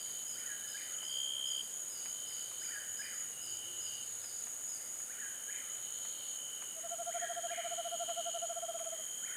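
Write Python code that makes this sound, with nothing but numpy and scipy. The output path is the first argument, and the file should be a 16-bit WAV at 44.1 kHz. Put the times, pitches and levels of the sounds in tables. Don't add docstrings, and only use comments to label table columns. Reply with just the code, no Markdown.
import sys
import numpy as np
from scipy import signal
from scipy.fft import rfft, irfft, next_fast_len
from scipy.io import wavfile
from scipy.ndimage import uniform_filter1d

SR = 44100
rng = np.random.default_rng(int(sys.argv[2]) if len(sys.argv) > 2 else 0)


def persist_wave(psi):
    counts = np.round(np.clip(psi, -1, 1) * 32767).astype(np.int16)
    wavfile.write(sys.argv[1], SR, np.atleast_2d(counts).T)


def undo_db(level):
    steps = np.asarray(level, float) / 20
    return 10 ** steps


N = 412776

# frequency in Hz, density in dB per Hz.
CHORUS_SPECTRUM = [(3470, -62), (5900, -37.5), (6150, -19), (6380, -6), (6640, 7.5), (7010, -3), (7210, -9),
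                   (7400, -11), (9620, -33), (16300, -120)]
CHORUS_DB = -44.5
# time in seconds, lead in throbs, depth in dB.
IN_STEP = [(0, 0.37, -3.5), (.6, -0.0079, 1), (.8, -0.42, 4), (1.4, -0.28, 13), (2.15, -0.43, 3),
           (3.2, -0.27, 13), (4.0, -.39, 9), (4.9, -0.37, 9), (5.6, -0.35, 5), (6.1, -.16, 2),
           (6.55, -.22, 7.5), (7.15, -0.12, 11), (8.0, -0.02, 7), (8.5, -0.2, -2), (8.9, -0.013, 3),
           (9.36, 0.11, -1)]
THROBS_PER_S, LEADERS_DB, LEADERS_FLICKER_DB = 3.5, -47.5, 1.48

# frequency in Hz, density in dB per Hz.
HISS_SPECTRUM = [(5000, -26.5), (7300, -0.5), (7510, -4), (8520, -1.5), (9670, -4), (10500, -5.5),
                 (11200, -12), (12300, -11.5), (13500, -26), (14700, -19), (15650, -34)]
HISS_DB = -52
# frequency in Hz, density in dB per Hz.
HUSH_SPECTRUM = [(15, -50), (25, -31), (102, -7.5), (380, -4), (563, -.5), (873, -6.5), (1210, -6.5),
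                 (1400, -1.5), (1900, -6), (2700, -9), (3730, -8), (5160, -13.5), (5790, -19), (6600, -30)]
HUSH_DB = -61.5
# time in seconds, level in dB.
ENGINE = [
    (0, -75.5),
    (1.7, -79),
    (2.3, -75),
    (3.5, -70.5),
    (4.9, -77),
    (5.5, -79),
    (9.36, -83),
]
# time in seconds, level in dB.
MOAN = [
    (3.35, -90),
    (3.55, -67),
    (3.75, -67),
    (3.9, -95),
]
# frequency in Hz, width in Hz, level in dB.
FAR_FROGS = [(2995, 175, 0)]

# time in seconds, lead in wing strokes, level in dB.
KATYDID = [(0.2, -0.019, -56), (0.56, -0.063, -56), (1.1, 0.06, -58), (2.0, -0.067, -57), (3.08, 0.15, -57),
           (4.16, -0.17, -58.5), (4.6, -0.2, -57.5), (5.24, -0.0099, -57), (6.1, 0.075, -58),
           (6.7, 0.18, -58), (7.5, 0.23, -60.5), (8.1, 0.11, -58.5), (8.48, 0.02, -61), (9.2, 0.03, -57)]
STROKES_PER_S = 63.8
# share of the stroke, low ring in dB, high ring in dB.
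TEETH = [(-.235, 9, -13), (-.125, 3.5, -5), (-.035, 5.5, 4.5), (.055, -1, -7), (.1, 4, -6), (.24, 0, 7)]
# frequency in Hz, width in Hz, level in dB.
WING_LOW = [(8590, 570, -3.5), (9710, 940, 5.5), (9965, 860, 3.5), (10900, 410, -9.5), (12300, 460, -5.5),
            (13700, 970, -15)]
WING_HIGH = [(14500, 340, -0.5)]

# start in seconds, peak in dB.
CHIRPS = [(-.06, -49.5), (.264, -50), (.674, -48.5), (1.028, -48.5), (1.453, -48.5), (1.894, -49),
          (2.26, -50), (2.599, -49.5), (2.971, -48), (3.409, -49), (3.806, -49), (4.214, -49.5),
          (4.674, -50.5), (4.95, -63)]
# seconds into it, pitch in Hz, level in dB.
CHIRP = [(0, 4835, -11), (.012, 4980, -7.5), (.025, 5070, -5), (.05, 4970, -5.5), (.075, 4790, -5.5),
         (.1, 4650, -9), (.125, 4500, -26)]

# start in seconds, end in seconds, pitch in Hz, level in dB.
FROGS = [(.945, .96, 3150, -34.5), (.983, 1.003, 3200, -34.5), (1.0028, 1.623, 3153, -33.5),
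         (-.3, .95, 3060, -49.5), (1.62, 1.951, 3060, -63), (1.948, 2.467, 3047, -46.5),
         (2.303, 3.303, 3037, -50.5), (3.33, 4.037, 2962, -45.5), (3.406, 4.044, 3063, -50.5),
         (5.123, 5.948, 3068, -51), (5.135, 5.755, 2922, -62), (5.848, 6.605, 3075, -48),
         (6.131, 6.762, 2997, -48.5), (6.779, 6.961, 3096, -47.5), (6.985, 7.63, 3160, -47),
         (7.47, 8.43, 2990, -44.5), (7.601, 8.4, 3160, -46.5), (8.375, 9.5, 3143, -47.5)]
PULSES_PER_S, HIGHEST_HZ, FASTER_PER_HZ = 66.3, 3156, .008
SLOWING_PER_S2, CREEP_CYCLES = 1.5, .25
NEAREST_DB, NEAR_WANDER, WANDER_PER_DB = -34, .055, .003
NEAR_ECHO_DB, ECHO_PER_DB, MOST_ECHO_DB = -14, .6, -2.5

# start in seconds, end in seconds, level in dB.
RASPS = [
    (-1.6, .25, -60),
    (0.3, .94, -60.5),
    (1.5, 2.66, -61),
    (3, 4.49, -63),
    (5.5, 6.37, -58),
    (6.5, 8.48, -61.5),
]

# start in seconds, level in dB.
NIGHTJAR = [
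    (.0, -61),
    (2.25, -59.5),
    (4.735, -60.5),
    (6.74, -59.5),
    (8.87, -59),
]
# seconds into the call, pitch in Hz, level in dB.
NIGHTJAR_STROKES = [
    [(.05, 2370, -36), (.056, 2230, -5.5), (.072, 1745, -3), (.08, 1550, -26)],
    [(.35, 1313, -9), (.365, 1490, 1.5), (.385, 1980, 3), (.397, 2450, -3), (.41, 2310, -3),
     (.435, 1430, -20)],
    [(.43, 1390, -3), (.445, 1485, 1), (.47, 1947, 3), (.495, 1664, 8), (.535, 1640, 10.5),
     (.55, 1640, -24)],
    [(.725, 1400, -43), (.745, 1623, 8), (.765, 1682, 10), (.777, 2390, 0), (.79, 2470, 1), (.812, 1616, 5),
     (.83, 2100, -4), (.89, 1320, -3), (.92, 1190, -11)],
]

# start in seconds, peak in dB.
TWIGS = [(1.027, -57), (2.056, -54.5), (2.513, -60), (4.24, -60), (4.469, -61), (5.0, -62), (6.05, -58),
         (6.621, -56.5), (8.09, -56.5), (8.789, -57), (8.845, -61)]

# share of its length, level in dB, pitch as a ratio, octave in dB.
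HOOT = [(-.35, -44, 0.933, -16), (0, -12, .955, -11), (.22, -3, 0.99, -14), (.5, -0.2, 1.004, -17.5),
        (.8, -1.1, 0.972, -17.5), (.92, -2.5, 0.958, -10.5), (1.03, -11, .93, -13),
        (1.15, -19.5, 0.89, -28), (1.5, -26, 0.945, -20)]
# time in seconds, gap to the next hoot in seconds.
PACE = [(6.762, .0719), (6.9, .0786), (7.64, .067), (7.86, .071), (7.93, .0826), (8.2, .0892), (8.6, .0596),
        (8.8, .0586), (8.95, .0648)]
# time in seconds, peak in dB, pitch in Hz.
EFFORT = [(6.76, -48.5, 657), (6.83, -41, 684), (6.909, -37.5, 692), (7.14, -35, 700), (7.6, -36, 693),
          (8.1, -35, 693), (8.62, -35, 685), (8.92, -38.5, 665), (8.985, -45, 643)]
HOOTS = 32
HOOT_BASE_S, HOOT_SHARE_OF_GAP, HOOT_SPREAD_DB = 0.00913, .39, 0.65
TIRES_AT_S, FADE_DB_PER_S = 8.1, 7

WOOD_T60_S = 0.89
# frequency in Hz, width in Hz.
NOTCHES = [(7350, 220), (13900, 320)]


def rms_one(x):
    return x / np.sqrt(np.mean(x ** 2) + 1e-20)


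def add(out, sound, s):
    i = round(s * SR)
    part = sound[max(-i, 0):max(N - i, 0)]
    out[max(i, 0):max(i, 0) + len(part)] += part


def along(rows):
    s, *columns = np.transpose(rows)
    t = np.arange(s[0], s[-1], 1 / SR)
    return [np.interp(t, s, column) for column in columns]


def in_time(rows):
    s, *columns = np.transpose(rows)
    t = np.arange(N) / SR
    return [np.interp(t, s, column) for column in columns]


def low_noise(cut_hz, size):
    sos = signal.butter(2, cut_hz, fs=SR, output="sos")
    return rms_one(signal.sosfilt(sos, rng.standard_normal(size + SR))[SR:])


def coloured(spectrum):
    hz, db = np.transpose(spectrum)
    size = next_fast_len(N)
    bin_hz = np.arange(size // 2 + 1) * SR / size
    gain = undo_db(np.interp(np.log(bin_hz + 1), np.log(hz), db, -200, -200))
    return rms_one(irfft(rfft(rng.standard_normal(size)) * gain, size)[:N])


def resonate(x, modes):
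    out = 0
    for k, (hz, width_hz, db) in enumerate(modes):
        r = np.exp(-np.pi * width_hz / SR)
        b = (1 - r * r) / 2 * np.array([1, 0, -1])
        a = [1, -2 * r * np.cos(2 * np.pi * hz / SR), r * r]
        out = out + (-1) ** k * undo_db(db) * signal.lfilter(b, a, x)
    return out


def noise_through(*stages):
    x = rng.standard_normal(N)
    for modes in stages:
        x = resonate(x, modes)
    return rms_one(x)


def whistle(rows, starts, lift_db):
    out = np.zeros(N)
    flutter = undo_db(2.2 * low_noise(cut_hz=50, size=N))
    hz, db = along(rows)
    for (s, level_db), change in zip(starts, rng.standard_normal(len(starts))):
        tone = np.sin(np.cumsum(2 * np.pi * hz * (1 + 0.00455 * change) / SR))
        add(out, undo_db(db + level_db + lift_db) * tone, s + rows[0][0])
    return out * flutter


def wood(x):
    t = np.arange(SR) / SR
    build_up = 1 - np.exp(-(t / .022) ** 2)
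    clouds = rng.standard_normal((3, SR)) * undo_db(-60 * t / WOOD_T60_S) * build_up
    leaves = np.array([low_noise(cut_hz=60, size=len(x)) for _ in clouds])
    echoes = signal.fftconvolve(x * leaves, clouds / np.linalg.norm(clouds), axes=1)
    return echoes.sum(axis=0)[:N]


def crickets():
    tuned_wing = [(6832, 220, 0)]
    leaders = noise_through(tuned_wing, tuned_wing)
    crowd = coloured(CHORUS_SPECTRUM) * undo_db(CHORUS_DB - 2.5 + low_noise(6.2, N))
    lead, depth_db = in_time(IN_STEP)
    lull = np.sin(np.pi * (THROBS_PER_S * np.arange(N) / SR + lead)) ** 2
    throb_db = depth_db * (.3 - lull) + LEADERS_FLICKER_DB * low_noise(cut_hz=6.8, size=N)
    return crowd + leaders * undo_db(LEADERS_DB + throb_db)


def night_air():
    hush = undo_db(HUSH_DB + 2.0) * coloured(HUSH_SPECTRUM)
    far_katydids = undo_db(HISS_DB - 0.1) * coloured(HISS_SPECTRUM)
    engine = undo_db(in_time(ENGINE)[0] - 1.5) * noise_through([(98, 56, 0)], [(95.5, 60, 0)])
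    hum = undo_db(-78.5) * noise_through([(231.0, 7.7, 0)])
    moan = undo_db(in_time(MOAN)[0]) * noise_through([(354, 16, 0)])
    far_frogs = undo_db(-66) * noise_through(FAR_FROGS, FAR_FROGS)
    return hush + far_katydids + engine + hum + moan + far_frogs


def katydid():
    lead, level_db = in_time(KATYDID)
    stroke = STROKES_PER_S * np.arange(N) / SR + lead
    clicks = np.zeros((2, N))
    for share, low_db, high_db in TEETH:
        at = np.flatnonzero(np.diff(np.floor(stroke - share)) > 0)
        slip, strength = rng.standard_normal((2, 700))[:, :at.size]
        at = np.clip(at + np.round(3.5 * slip), 0, N - 1).astype(int)
        clicks[:, at] += undo_db(np.array([[low_db], [high_db]]) + 0.88 * strength)
    return undo_db(level_db + 30) * (resonate(clicks[0], WING_LOW) + resonate(clicks[1], WING_HIGH))


def chirping_cricket():
    return whistle(CHIRP, CHIRPS, lift_db=-0.5)


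def frogs():
    out, echo = np.zeros((2, N))
    air = np.array([low_noise(cut_hz=23, size=N), low_noise(cut_hz=40, size=N)])
    creep = CREEP_CYCLES * low_noise(cut_hz=4.0, size=N)
    for k, (s, end, hz, level_db) in enumerate(FROGS):
        per_s = PULSES_PER_S + FASTER_PER_HZ * max(HIGHEST_HZ - hz, 0)
        fainter_db = max(NEAREST_DB - level_db, 0)
        wander = NEAR_WANDER + WANDER_PER_DB * fainter_db
        echo_db = min(NEAR_ECHO_DB + ECHO_PER_DB * fainter_db, MOST_ECHO_DB)
        length_s = np.ceil(abs(end - s) * per_s - .5) / per_s
        t = np.arange(round(length_s * SR)) / SR
        beat = per_s * t + SLOWING_PER_S2 / 2 * t * (t[-1] - t)
        since, began = beat % 1 / per_s, np.floor(beat) / per_s
        filling = np.exp(-(began / .1) ** 2)
        sag_hz = 510 * np.exp(-(wander / .06) ** 2)
        steady_hz = hz * (1 - .04 * filling) - sag_hz / 4
        cycles = steady_hz * since + sag_hz * .0035 * (1 - np.exp(-since / .0035))
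        shape = np.abs(np.sin(np.pi * np.clip(since / 0.0102, 0, 1))) ** 0.85
        part = slice(k * 16000, k * 16000 + len(t))
        swell, shift = air[:, part] * wander
        tone = np.sin(2 * np.pi * (cycles + 0.93 * shift + creep[part]))
        trill = undo_db(level_db - 7.6 * filling + 12.0 * swell) * shape * tone
        add(out, trill, s)
        add(echo, undo_db(echo_db) * trill, s)
    return out, echo


def rasps():
    low_pass = signal.cheby1(6, 1, 520, fs=SR, output="sos")
    grain = signal.sosfilt(low_pass, 6 * rng.standard_normal(N))
    out = np.zeros(N)
    for k, (s, end, level_db) in enumerate(RASPS):
        rise = np.linspace(0, 1, round(abs(end - s) * SR))
        centre_hz = 3450 + 520 * np.clip(rise / .68, 0, 1)
        band = grain[k * 60000:][:len(rise)] * np.cos(np.cumsum(2 * np.pi * centre_hz / SR))
        throb = np.cos(np.cumsum(np.pi * (105 - 22 * rise) / SR)) ** 2 + 0.95
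        swell_db = -13.5 * np.clip(1 - rise / 0.79, 0, 1) - 4.0 * rise ** 4
        add(out, undo_db(level_db + swell_db) * band * throb, s)
    return out


def nightjar():
    return sum(whistle(stroke, NIGHTJAR, lift_db=4.0) for stroke in NIGHTJAR_STROKES)


def twigs():
    out = np.zeros(N)
    t = np.arange(SR // 20) / SR
    for s, peak_db in TWIGS:
        burst = undo_db(peak_db + 15.5) * rng.standard_normal(len(t)) * np.exp(-t / 0.012)
        add(out, resonate(burst, [(977, 600, 3.5), (2250, 1200, 1.0)]), s)
    return out


def owl():
    out, s = np.zeros(N), PACE[0][0]
    when, level_db, pitch_hz = np.transpose(EFFORT)
    for change in rng.standard_normal(HOOTS):
        gap = np.interp(s, *np.transpose(PACE))
        length = HOOT_BASE_S + HOOT_SHARE_OF_GAP * gap
        db, ratio, octave_db = along([(share * length, *rest) for share, *rest in HOOT])
        late = np.clip(np.linspace(-2.2, 3.2, len(db)), 0, 1)
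        db = db - FADE_DB_PER_S * max(s - TIRES_AT_S, 0) * late
        phase = np.cumsum(2 * np.pi * np.interp(s, when, pitch_hz) * ratio / SR)
        voice = np.sin(phase) + undo_db(octave_db) * np.sin(2 * phase)
        peak = undo_db(np.interp(s, when, level_db) + HOOT_SPREAD_DB * change)
        envelope = uniform_filter1d(undo_db(db), size=130)
        add(out, peak * envelope * voice, s + HOOT[0][0] * length)
        s += gap
    return out


def scene():
    background = crickets() + night_air() + katydid() + rasps() + twigs()
    chirps = chirping_cricket()
    pond, pond_echo = frogs()
    far_bird = nightjar()
    near_bird = owl()
    scattered = far_bird - resonate(far_bird, [(1640, 230, -3.5)])
    chirps_echo = undo_db(2.0) * resonate(chirps, [(4850, 380, 0.0017)])
    echo = wood(undo_db(-28.5) * near_bird + pond_echo + undo_db(4.5) * scattered + chirps_echo)
    whole = background + chirps + pond + far_bird + near_bird + echo
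    return whole[None]


def band_limit(x):
    return signal.sosfilt(signal.butter(12, 15700, fs=SR, output="sos"), x)


def record(dry):
    for hz, width_hz in NOTCHES:
        b, a = signal.iirnotch(hz, hz / width_hz, fs=SR)
        dry = signal.lfilter(b, a, dry)
    return band_limit(dry)


dry = scene()
out = record(dry)
persist_wave(out)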